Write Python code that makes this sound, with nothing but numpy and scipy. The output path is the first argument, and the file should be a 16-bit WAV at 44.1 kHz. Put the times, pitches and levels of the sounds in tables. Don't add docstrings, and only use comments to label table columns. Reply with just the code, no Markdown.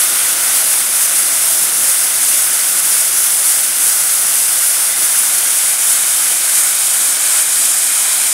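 import sys
import numpy as np
from scipy import signal
from scipy.fft import rfft, irfft, next_fast_len
from scipy.io import wavfile
from scipy.ndimage import uniform_filter1d, map_coordinates

SR = 44100
rng = np.random.default_rng(int(sys.argv[2]) if len(sys.argv) > 2 else 0)


def to_wav(s):
    ch = np.atleast_2d(s).T
    pcm = np.round(np.clip(ch, -1, 1) * 32767)
    wavfile.write(sys.argv[1], SR, pcm.astype(np.int16))


N = 367350

# (time [s], upward tilt [0-1])
MIC_TILT = [(0, 0), (4.8, 0.03), (6.2, 0.49), (7.5, 0.86), (8.33, 0.99)]
# (frequency [Hz], relative level [dB])
HISS_EQ_LEVEL = [(3600, -26.5), (4900, -11.5), (6350, -7), (7300, -7.5), (8200, -2.5), (9000, -0.1),
                 (9550, -0.5), (9850, 0.3), (10150, 1.7), (10420, 0.5), (10800, -1.5), (11500, -6),
                 (12950, -7), (14000, -11), (15700, -14)]
HISS_EQ_RAISED = [(3600, -37), (4900, -11), (6000, -10.5), (6850, -5), (7350, -6), (7950, -2), (8450, -2.5),
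                  (9100, 1), (10100, -4), (11100, -4), (12200, -11.5), (13400, -15), (14400, -13),
                  (15700, -21)]
# (time [s], lift [dB], length [s])
VALVE_SURGES = [(0.01, 2.5, 0.1), (0.58, 2, 0.086), (0.71, 1.5, 0.091), (1.03, 3, 0.083), (1.19, 2.5, 0.08),
                (1.58, 1.4, 0.39), (1.88, 2.2, 0.2), (2.34, 1.9, 0.23), (2.94, 2, 0.35), (3.24, 2.5, 0.15),
                (3.5, 3, 0.19), (3.88, 2.5, 0.36), (4.37, 1.5, 0.16), (4.65, 1.3, 0.15), (5.06, 1.6, 0.16),
                (5.19, 1.7, 0.19), (5.93, 2.4, 0.13), (6.58, 2.5, 0.19), (7.39, 1.8, 0.29), (7.63, 2, 0.16)]
# (time [s], drop [dB], length [s])
JET_SAGS = [(0.38, 1.6, 0.19), (0.87, 3, 0.16), (1.71, 2.4, 0.15), (2.14, 1.3, 0.21), (2.82, 3.5, 0.043),
            (3.1, 1.8, 0.15), (3.74, 2.4, 0.22), (4.95, 2.3, 0.2), (5.77, 3.5, 0.091), (6.39, 1.5, 0.16),
            (6.74, 1.5, 0.15), (7.18, 3, 0.11), (7.46, 3, 0.14)]
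# (frequency [Hz], relative level [dB])
ROAR_EQ_LEVEL = [(380, -33), (520, -8), (700, -7), (980, -5.5), (1200, -3.5), (1460, -1), (1800, -3),
                 (2080, -2), (2700, -4), (3500, -3), (4000, -5.5), (4600, -5.5), (6000, -9.5)]
ROAR_EQ_RAISED = [(380, -21), (520, -8.5), (700, -5), (980, -4.5), (1200, -1), (1460, 0.3), (1950, -0.9),
                  (2450, 2.3), (2750, -3.5), (3100, 0.5), (4000, -0.5), (4600, -3), (6000, -25)]
# (time [s], level [dB])
ROAR_FADER = [(0, -22.5), (.6, -23), (.85, -24.5), (2, -24.5), (3.7, -25.5), (5.3, -24.7), (7.1, -24.5),
              (7.3, -23.5), (7.6, -25.5), (8.33, -24)]
# (frequency [Hz], relative level [dB])
RUMBLE_EQ = [(15, -34), (30, -27), (50, -21.5), (90, -13), (130, -7), (205, -1.5), (240, -3), (345, 1),
             (420, -1), (520, -2.5), (800, -46)]
# (frequency [Hz], width [Hz], gain [dB])
PIPE_TONES = [(335, 60, 1.5), (422, 49, -3), (676, 79, 2.6), (1480, 390, 1.3), (2030, 89, 0.6),
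              (3060, 110, 1.5), (3590, 87, 2)]
# (frequency [Hz], relative level [dB])
DROPLET_EQ = [(300, -35), (1500, -5), (5000, 3), (9500, -4), (15700, -4)]

HISS_DB = -13


def nozzle(surge_db, flutter_db, flutter_rate, skirt_hz, skirt_calm):
    level = turbulence(HISS_EQ_LEVEL, patchy_db=0.65)
    raised = turbulence(HISS_EQ_RAISED, patchy_db=0.3)
    hiss = tilt_crossfade(level, raised)
    skirt = filtered(hiss, lambda hz: 1 / (1 + (hz / skirt_hz) ** 10))
    hiss = hiss - skirt + skirt * amp(-skirt_calm * surge_db)
    return hiss * amp(HISS_DB + surge_db + flutter_db * wobble(flutter_rate))


def plume(surge_db, surge_share, churn_db, churn_rate):
    level = turbulence(ROAR_EQ_LEVEL, patchy_db=0.5)
    raised = turbulence(ROAR_EQ_RAISED, patchy_db=0.93)
    roar_db = curve(ROAR_FADER) + surge_share * surge_db + churn_db * wobble(churn_rate)
    return tilt_crossfade(level, raised) * amp(roar_db)


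def plume_rumble(settled_db, extra_db, settle_s):
    settling = np.exp(-np.arange(N) / SR / settle_s)
    return turbulence(RUMBLE_EQ, patchy_db=1.1) * amp(settled_db + extra_db * settling)


def pipe_resonance(hz):
    return amp(sum(db / (1 + (2 * (hz - centre) / width) ** 2) for centre, width, db in PIPE_TONES))


def droplets(surge_db, per_second, below_hiss_db):
    sizes = 2 * rng.random(N) - 1
    snaps = (rng.random(N) < per_second / SR) * sizes
    return coloured(snaps, DROPLET_EQ) * amp(HISS_DB + surge_db - below_hiss_db)


def reflection(steam, level_lag_ms, raised_lag_ms, gain_db, dull_hz):
    lag_ms = level_lag_ms + (raised_lag_ms - level_lag_ms) * curve(MIC_TILT)
    dull = filtered(steam, lambda hz: 1 / (1 + (hz / dull_hz) ** 4))
    return amp(gain_db) * map_coordinates(dull, [np.arange(N) - lag_ms * SR / 1000])


def turbulence(spectrum, patchy_db):
    bins = signal.stft(rng.standard_normal(N), nperseg=512)[2]
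    eddies = rng.standard_normal(bins.shape)
    for axis in (0, 1):
        eddies = uniform_filter1d(eddies, size=12, axis=axis)
    noise = signal.istft(bins * amp(patchy_db * unit(eddies)), nperseg=512)[1]
    return coloured(noise[:N], spectrum)


def tilt_crossfade(level, raised):
    tilt = curve(MIC_TILT)
    return np.sqrt(1 - tilt) * level + np.sqrt(tilt) * raised


def swells(rows):
    t = np.arange(N) / SR
    return sum(db * np.clip(1 - 2 * np.abs(t - peak_s) / length, 0, 1) for peak_s, db, length in rows)


def coloured(x, spectrum):
    points_hz, db = np.transpose(spectrum)

    def eq(hz):
        low_cut = np.minimum((hz / points_hz[0]) ** 2, 1)
        high_cut = np.minimum((points_hz[-1] / (hz + 1)) ** 2, 1)
        return low_cut * high_cut * amp(np.interp(np.log(hz + 1), np.log(points_hz), db))
    return unit(filtered(x, eq))


def filtered(x, response):
    size = next_fast_len(N + SR // 2)
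    hz = np.fft.rfftfreq(size, 1 / SR)
    return irfft(rfft(x, size) * response(hz), size)[..., :N]


def wobble(rate):
    knots = rng.standard_normal(4096)
    return map_coordinates(knots, [np.arange(N) * rate / SR], mode="wrap")


def curve(rows):
    return np.interp(np.arange(N) / SR, *np.transpose(rows))


def amp(db):
    return 10 ** (np.asarray(db) / 20)


def unit(x):
    return x / np.sqrt(np.mean(x ** 2) + 1e-20)


def scene():
    surge_db = swells(VALVE_SURGES) - swells(JET_SAGS)
    hiss = nozzle(surge_db, flutter_db=0.57, flutter_rate=75, skirt_hz=6960, skirt_calm=0.25)
    roar = plume(surge_db, surge_share=0.35, churn_db=0.03, churn_rate=17)
    rumble = plume_rumble(settled_db=-46, extra_db=4.5, settle_s=5)
    body = filtered(roar + rumble, pipe_resonance)
    steam = hiss + body + droplets(surge_db, per_second=12, below_hiss_db=25)
    mix = steam + reflection(steam, level_lag_ms=1.436, raised_lag_ms=1.25, gain_db=-21, dull_hz=7500)
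    return np.array([mix, mix])


def record(dry):
    return filtered(dry, lambda hz: hz < 15750)


dry = scene()
out = record(dry)
to_wav(out)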